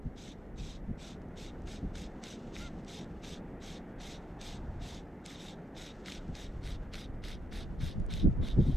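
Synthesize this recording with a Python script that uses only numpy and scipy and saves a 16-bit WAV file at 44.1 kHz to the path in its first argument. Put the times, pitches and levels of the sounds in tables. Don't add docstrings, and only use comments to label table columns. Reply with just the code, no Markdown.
import sys
import numpy as np
from scipy import signal
from scipy.fft import rfft, irfft, next_fast_len
from scipy.io import wavfile
from scipy.ndimage import uniform_filter1d

SR = 44100
rng = np.random.default_rng(int(sys.argv[2]) if len(sys.argv) > 2 else 0)


def pcm_store(signal):
    levels = np.round(np.clip(np.atleast_2d(signal), -1, 1) * 32767)
    wavfile.write(sys.argv[1], SR, levels.astype(np.int16).T)


N = 386580
TIME_S = np.arange(N) / SR

# time_s, roar_db, rush_db
WIND_LEVELS = [(0.0, -52, -68), (1.09, -49, -65), (3.0, -47.5, -63.5), (4.09, -49.5, -62.5),
               (5.52, -50, -64.5), (6.15, -49, -63), (6.49, -50.5, -64.5), (7.41, -50.5, -64.5),
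               (8.7, -47.5, -64)]
# time_s, level_db
MOAN_LEVELS = [(0, -70), (2, -63), (3.5, -65), (4.8, -59.5), (6, -64.5), (7.5, -70), (8.7, -67)]
# freq_hz, density_db
ROAR_SPECTRUM = [(40, -18), (110, -7), (170, 2.5), (260, -1.5), (380, -5), (520, -10), (700, -16),
                 (1000, -24.5), (1600, -45.5)]
# freq_hz, density_db
MOAN_SPECTRUM = [(560, -12.5), (700, 2.5), (820, 2.5), (920, -1.5), (1050, -17)]
# freq_hz, density_db
RUSH_SPECTRUM = [(600, 9), (1000, 2), (1350, 4), (1700, 2.5), (2100, -1), (2500, -9.5), (3300, -17),
                 (5000, -38), (9000, -34)]
# time_s, level_db
RUMBLE_LEVELS = [(0, -47), (.35, -55), (.65, -44), (1.3, -49.5), (2, -42), (2.25, -54.5), (2.6, -48),
                 (4.3, -51.5), (4.7, -40.5), (5.3, -52), (6, -53.5), (6.6, -42), (7.7, -43), (8.7, -35.5)]
# freq_hz, density_db
RUMBLE_SPECTRUM = [(12, -15.5), (28, 2.5), (45, -2), (85, -6.5), (130, -13), (250, -26.5), (500, -50)]
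# middle_s, length_s, level_db
GUSTS = [(0.066, 0.049, -39), (0.611, 0.053, -42.5), (0.899, 0.051, -35), (1.846, .042, -34.5),
         (6.296, 0.05, -39.5), (6.677, 0.067, -42), (7.845, 0.076, -35.5), (7.993, 0.072, -33),
         (8.133, .05, -41), (8.263, .062, -24), (8.403, .05, -30.5), (8.438, .04, -36), (8.592, 0.046, -22),
         (8.688, 0.053, -29.5)]
# centre_multiple, density_db
EDDY_SPECTRUM = [(.1, -10), (.3, -0.5), (.7, 1), (1.4, -3), (2.2, -8.5), (3.2, -23), (5, -37), (9, -75),
                 (16, -80)]
# time_s, pitch_hz, level_db
BIRD_NOTE = [(2.59, 620, -68), (2.615, 688, -52), (2.645, 710, -53.5), (2.675, 685, -53), (2.695, 650, -70)]
# harmonic_number, level_db
BIRD_HARMONICS = [(2, 1), (3, -5), (4, -16)]
# freq_hz, density_db
SLEEVE_SPECTRUM = [(1500, -23), (2600, 13), (3700, 9), (4800, 5.5), (6200, 4.5), (8100, 0), (9300, -12.5),
                   (12500, -50), (14500, -51)]
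# time_s, level_db, centre_hz
SLAPS = [(1.218, -58, 4500), (1.62, -57, 5500), (1.955, -37, 2920), (2.238, -35, 4800),
         (2.565, -32.5, 2300), (2.848, -51, 5000), (3.044, -51, 4000), (3.247, -40, 3770),
         (4.068, -45, 3800), (4.414, -37, 5230), (5.261, -34, 4500), (6.06, -37, 3300), (6.083, -31, 2220),
         (6.121, -32, 3380), (6.353, -36.5, 3800), (6.674, -36.5, 2600), (6.937, -36, 3620),
         (6.943, -31.5, 2400), (6.954, -34.5, 3400), (7.239, -37, 2900), (7.283, -41, 3940),
         (7.999, -55, 6000), (8.064, -54, 10000), (8.105, -45, 4200), (8.138, -32.5, 3900),
         (8.174, -44, 3800), (8.485, -37.5, 3600)]
# freq_hz, density_db
SLAP_SPECTRUM = [(500, -18), (1200, 2.5), (2200, 6), (2900, -0.5), (3700, -2.5), (4700, -2.5), (6200, -2),
                 (8300, -5), (10000, -8.5), (14500, -28)]
# start_s, end_s, hiss_db, ring_above_hiss_db, sleeve_before_pull_db
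LINE_PULLS = [(0.176, 0.333, -61.5, 2, -80), (0.581, 0.769, -61.5, 2.5, -81), (0.993, 1.146, -61, 1, -81),
              (1.372, 1.504, -59.5, 1.5, -81), (1.671, 1.791, -59, -0.5, -76.5),
              (1.948, 2.071, -59.5, 0.5, -75.5), (2.233, 2.364, -58.5, 1.5, -75),
              (2.542, 2.685, -58, 1, -68.5), (2.879, 3.036, -59, 3.5, -71.5),
              (3.234, 3.379, -59, 2.5, -74.5), (3.622, 3.785, -60, 3.5, -80.5),
              (4.005, 4.177, -59, 3.5, -80), (4.41, 4.576, -58, 2.5, -76.5), (4.818, 5.003, -60, 3, -75.5),
              (5.253, 5.381, -61, 3.5, -80), (5.386, 5.54, -61.5, 4.5, -74), (5.764, 5.914, -60, 5, -79),
              (6.059, 6.19, -58.5, 5.5, -70), (6.349, 6.479, -61.5, 5.5, -71),
              (6.634, 6.763, -62, 4.5, -74.5), (6.931, 7.06, -60, 4, -78), (7.236, 7.359, -59.5, 3, -81),
              (7.523, 7.642, -59.5, 3.5, -78.5), (7.805, 7.934, -59.5, 4.5, -77),
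              (8.103, 8.238, -61.5, 9, -75.5), (8.426, 8.537, -66, 14.5, -77.5),
              (8.6, 8.834, -70, 8.5, -72.5)]
PULL_SPEED = [(-.13, 0.09), (-.03, 0.35), (.03, 0.81), (.4, 0.96), (.72, 0.81), (.95, 0.46), (1.06, 0.12),
              (1.22, 0.02)]
# time_s, taut_share
TAUTNESS = [(0, 0.34), (5.8, 0.33), (6.4, 0.24), (6.9, 1), (8.7, 0.93)]
# freq_hz, density_db
LOOSE_SPECTRUM = [(1500, -19), (2400, 4.5), (3100, -3), (4200, -0.5), (4650, -3.5), (5200, 0), (6400, 2),
                  (7200, -4.5), (8100, -3), (9000, -24), (10500, -65)]
# freq_hz, density_db
TAUT_SPECTRUM = [(1500, -27), (2400, 5.5), (3100, 1.5), (4300, 4.5), (5200, 3), (6300, -2.5), (7300, -16),
                 (8600, -10.5), (9400, -13), (11000, -34)]
# freq_hz, density_db
CHATTER_SPECTRUM = [(500, 3), (1000, -2.5), (1550, 4.5), (1850, 5.5), (2150, 4.5), (2700, -8.5),
                    (3300, -11.5), (5000, -22)]
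# freq_hz, density_db
FIZZ_SPECTRUM = [(7500, 1), (9200, -8.5), (9950, 2), (10600, -4.5), (12500, 0.5), (13600, -6), (14600, -14)]
# freq_hz, width_hz, level_db
GUIDE_MODES = [(3234, 260, -9.5), (3643, 230, -6.5), (3878, 203, -6.5)]
# time_s, side_gain_db
WIDTH = [(0, -18), (.4, -47), (1.4, -59), (6.1, -73), (6.6, -25.5), (7.5, -13.5), (8.3, -4), (8.7, -14.5)]
# freq_hz, density_db
PORT_SPECTRUM = [(6000, -9), (9000, -5), (11000, -3), (12300, 0), (13500, -4), (14500, -12)]


def amp(db):
    return 10 ** (np.asarray(db) / 20)


def unit(x):
    return x / np.sqrt(np.mean(x ** 2) + 1e-20)


def curve(rows, column=1):
    rows = np.asarray(rows)
    return np.interp(TIME_S, rows[:, 0], rows[:, column])


def colour(x, spectrum, skirt_db_per_octave=30):
    hz, db = np.transpose(spectrum)
    size = next_fast_len(len(x))
    octave = np.log2(np.fft.rfftfreq(size, 1 / SR) + 1)
    outside = np.maximum(np.log2(hz[0]) - octave, 0) + np.maximum(octave - np.log2(hz[-1]), 0)
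    gain = amp(np.interp(octave, np.log2(hz), db) - skirt_db_per_octave * outside)
    return unit(irfft(rfft(x, size) * gain, size)[:len(x)])


def noise(size=N):
    return rng.standard_normal(size)


def wander(rate_hz):
    return unit(np.interp(TIME_S * rate_hz, np.arange(N), noise()))


def add(mix, start_s, sound):
    part = mix[max(round(start_s * SR), 0):][:len(sound)]
    part += sound[:len(part)]


def dapple(x, depth_db, bins, frames):
    spectra = signal.stft(x, nperseg=512)[2]
    patches = uniform_filter1d(noise(spectra.shape), bins, axis=0)
    patches = unit(uniform_filter1d(patches, frames, axis=1))
    return unit(signal.istft(spectra * amp(depth_db * patches), nperseg=512)[1][:N])


def friction(slips_per_s, spread_db, grain_db):
    slipping = rng.random(N) < slips_per_s / SR
    sizes = amp(spread_db * np.minimum(rng.exponential(1, N), 3))
    slips = slipping * sizes * np.sign(noise())
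    return unit(noise() + amp(grain_db) * unit(slips))


def wind_over_water(roar_trim_db=1, rush_trim_db=3, swell_db=0.47):
    roar = colour(noise(), ROAR_SPECTRUM) * amp(curve(WIND_LEVELS) + roar_trim_db)
    moan = colour(dapple(noise(), depth_db=2.5, bins=1, frames=14), MOAN_SPECTRUM)
    moan *= amp(curve(MOAN_LEVELS))
    rush = colour(dapple(noise(), depth_db=1.5, bins=2, frames=12), RUSH_SPECTRUM)
    rush *= amp(curve(WIND_LEVELS, column=2) + rush_trim_db)
    return (roar + moan + rush) * amp(swell_db * wander(13))


def eddy(middle_s, length_s, level_db, centre_hz):
    size = 2 * round(length_s * SR)
    swirl = colour(noise(SR // 2), [(centre_hz * k, db) for k, db in EDDY_SPECTRUM])[:size]
    return middle_s - length_s, amp(level_db) * unit(swirl * np.hanning(size) ** 2) / np.sqrt(2)


def wind_on_microphone(rumble_trim_db=-0.5, lumps_db=2, usual_s=0.05, usual_db=-33.5, usual_hz=120.4):
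    out = colour(noise(), RUMBLE_SPECTRUM)
    out *= amp(curve(RUMBLE_LEVELS) + rumble_trim_db + lumps_db * wander(9))
    for middle_s, length_s, db in GUSTS:
        hz = usual_hz * (usual_s / length_s) ** 0.59 * 2 ** (0.0421 * (db - usual_db))
        add(out, *eddy(middle_s, length_s, db, hz))
        add(out, *eddy(middle_s + 0.015, length_s * 1.6, db - 5, hz * 0.51))
    return out


def bird(trim_db=-1, waver_share=0.0054):
    calling = (TIME_S > BIRD_NOTE[0][0]) & (TIME_S < BIRD_NOTE[-1][0])
    pitch_hz = curve(BIRD_NOTE) * (1 + waver_share * wander(200))
    phase = 2 * np.pi * np.cumsum(pitch_hz) / SR
    note = sum(amp(db) * np.sin(k * phase) for k, db in BIRD_HARMONICS)
    return unit(note) * calling * amp(curve(BIRD_NOTE, column=2) + trim_db)


def sleeve(trim_db=0.5, slowing_db=-1, ease_s=0.027, regrip_db=-2):
    cloth = colour(friction(slips_per_s=250, spread_db=3.5, grain_db=-7), SLEEVE_SPECTRUM)
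    creases_db = 1.1 * wander(50)
    reaching, release_s = np.zeros(N), 0
    for grip_s, end_s, _, _, db in LINE_PULLS:
        t = np.arange(max(release_s - ease_s, 0), grip_s + ease_s, 1 / SR)
        progress = np.linspace(0, 1, len(t))
        ease = np.minimum(np.minimum(t - t[0], t[-1] - t) / ease_s, 1)
        pause_db = regrip_db * np.exp(-((progress - 0.75) / 0.13) ** 2)
        add(reaching, t[0], ease * amp(db + slowing_db * (progress - 0.5) + pause_db))
        release_s = end_s
    return cloth * reaching * amp(trim_db + creases_db)


def light_slaps(rate_per_s=3, level_db=-68, spread_db=5, centre_hz=5000, count=60):
    times_s = np.cumsum(rng.exponential(1, count)) / rate_per_s
    scatter = rng.random((count, 2)) - 0.5
    return [(time_s, level_db + spread_db * size, centre_hz * 2 ** octaves)
            for time_s, (size, octaves) in zip(times_s, scatter) if time_s < TIME_S[-1]]


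def line_slaps(trim_db=-4, decay_s=0.0014):
    out = np.zeros(N)
    t = np.arange(1536) / SR - 0.003
    decay = (t > 0) * np.exp(-abs(t) / decay_s)
    for time_s, level_db, centre_hz in list(SLAPS) + light_slaps():
        spectrum = [(hz, db - 7 * np.log2(hz / centre_hz) ** 2) for hz, db in SLAP_SPECTRUM]
        tick = colour(noise(len(t)) * decay, spectrum)
        add(out, time_s + t[0], amp(level_db + trim_db) * tick * np.sqrt(np.mean(decay ** 2)))
    return out


def guide_ring(scrape):
    out = np.zeros(N)
    for k, (hz, width_hz, db) in enumerate(GUIDE_MODES):
        out += (-1) ** k * amp(db) * signal.lfilter(*signal.iirpeak(hz, hz / width_hz, SR), scrape)
    return unit(out)


def pull_envelopes(ring_rise_db=4, chatter_fall_db=7, fizz_db_per_s=1.0, chatter_db_per_s=0.84):
    envelopes = np.zeros((4, N))
    for start_s, end_s, hiss_db, ring_db, _ in LINE_PULLS:
        t = np.arange(start_s - 0.05, end_s + 0.08, 1 / SR)
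        progress = (t - start_s) / (end_s - start_s)
        pulling = (progress > 0) & (progress < 1)
        speed = np.maximum(np.interp(progress, *np.transpose(PULL_SPEED), left=0, right=0), 0)
        hiss = speed ** 1.08
        ring = hiss * amp(ring_rise_db * np.minimum(progress, 1) ** 2)
        chatter = speed ** 1.34 * amp(-chatter_fall_db * progress)
        fizz = speed ** 4
        quickness_db = 8.5 * np.log2(0.13 / (end_s - start_s))
        chatter_db = -2.5 + chatter_db_per_s * start_s + quickness_db
        fizz_db = -18 + fizz_db_per_s * start_s
        layers = [(hiss, 0), (ring, ring_db), (chatter, chatter_db), (fizz, fizz_db)]
        for envelope, (shape, above_hiss_db) in zip(envelopes, layers):
            rms = np.sqrt(np.mean(shape[pulling] ** 2))
            add(envelope, t[0], amp(hiss_db + above_hiss_db) * shape / rms)
    return envelopes


def fly_line(hiss_trim_db=2.5, ring_trim_db=-1, chatter_trim_db=-3.5, flutter_db=0.7, rattle_db=2.5):
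    hiss, ring, chatter, fizz = pull_envelopes()
    rub = dapple(friction(slips_per_s=1500, spread_db=4, grain_db=-1), depth_db=2.5, bins=3, frames=4)
    scrape = dapple(friction(slips_per_s=600, spread_db=3, grain_db=2), depth_db=1.8, bins=2, frames=3)
    grit = friction(slips_per_s=450, spread_db=3, grain_db=0)
    taut = curve(TAUTNESS)
    sliding = (1 - taut) * colour(rub, LOOSE_SPECTRUM) + taut * colour(rub, TAUT_SPECTRUM)
    sound = amp(hiss_trim_db) * hiss * sliding
    sound += amp(ring_trim_db) * ring * guide_ring(scrape)
    sound += amp(chatter_trim_db + rattle_db * wander(150)) * chatter * colour(grit, CHATTER_SPECTRUM)
    sound += fizz * colour(rub, FIZZ_SPECTRUM)
    return sound * amp(flutter_db * wander(120))


def chest_reflection(x, delay_s=1 / 710, echo_db=-15):
    out = x.copy()
    add(out, delay_s, amp(echo_db) * x)
    return out


def scene(close_side_db=-7, side_lag_samples=40):
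    close = chest_reflection(fly_line() + line_slaps() + sleeve())
    middle = close + bird() + wind_over_water() + wind_on_microphone()
    close_side = amp(close_side_db) * np.roll(close, side_lag_samples)
    side = amp(curve(WIDTH)) * (close_side + wind_over_water() + wind_on_microphone())
    return np.array([middle + side, middle - side])


def port_lag(x, above_hz=11600, ramp_hz=400, lag_rad=1.4):
    hz = np.fft.rfftfreq(N, 1 / SR)
    phase_rad = lag_rad * np.clip((hz - above_hz) / ramp_hz, 0, 1) * np.array([[-0.5], [0.5]])
    return irfft(rfft(x) * np.exp(1j * phase_rad), N)


def record(dry, hiss_db=-87, cutoff_hz=14700):
    hiss = amp(hiss_db) * np.array([colour(noise(), PORT_SPECTRUM) for _ in dry])
    low_pass = signal.firwin(511, cutoff_hz, window=("kaiser", 9), fs=SR)
    return signal.oaconvolve(port_lag(dry) + hiss, low_pass[None], "same")


dry = scene()
out = record(dry)
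pcm_store(out)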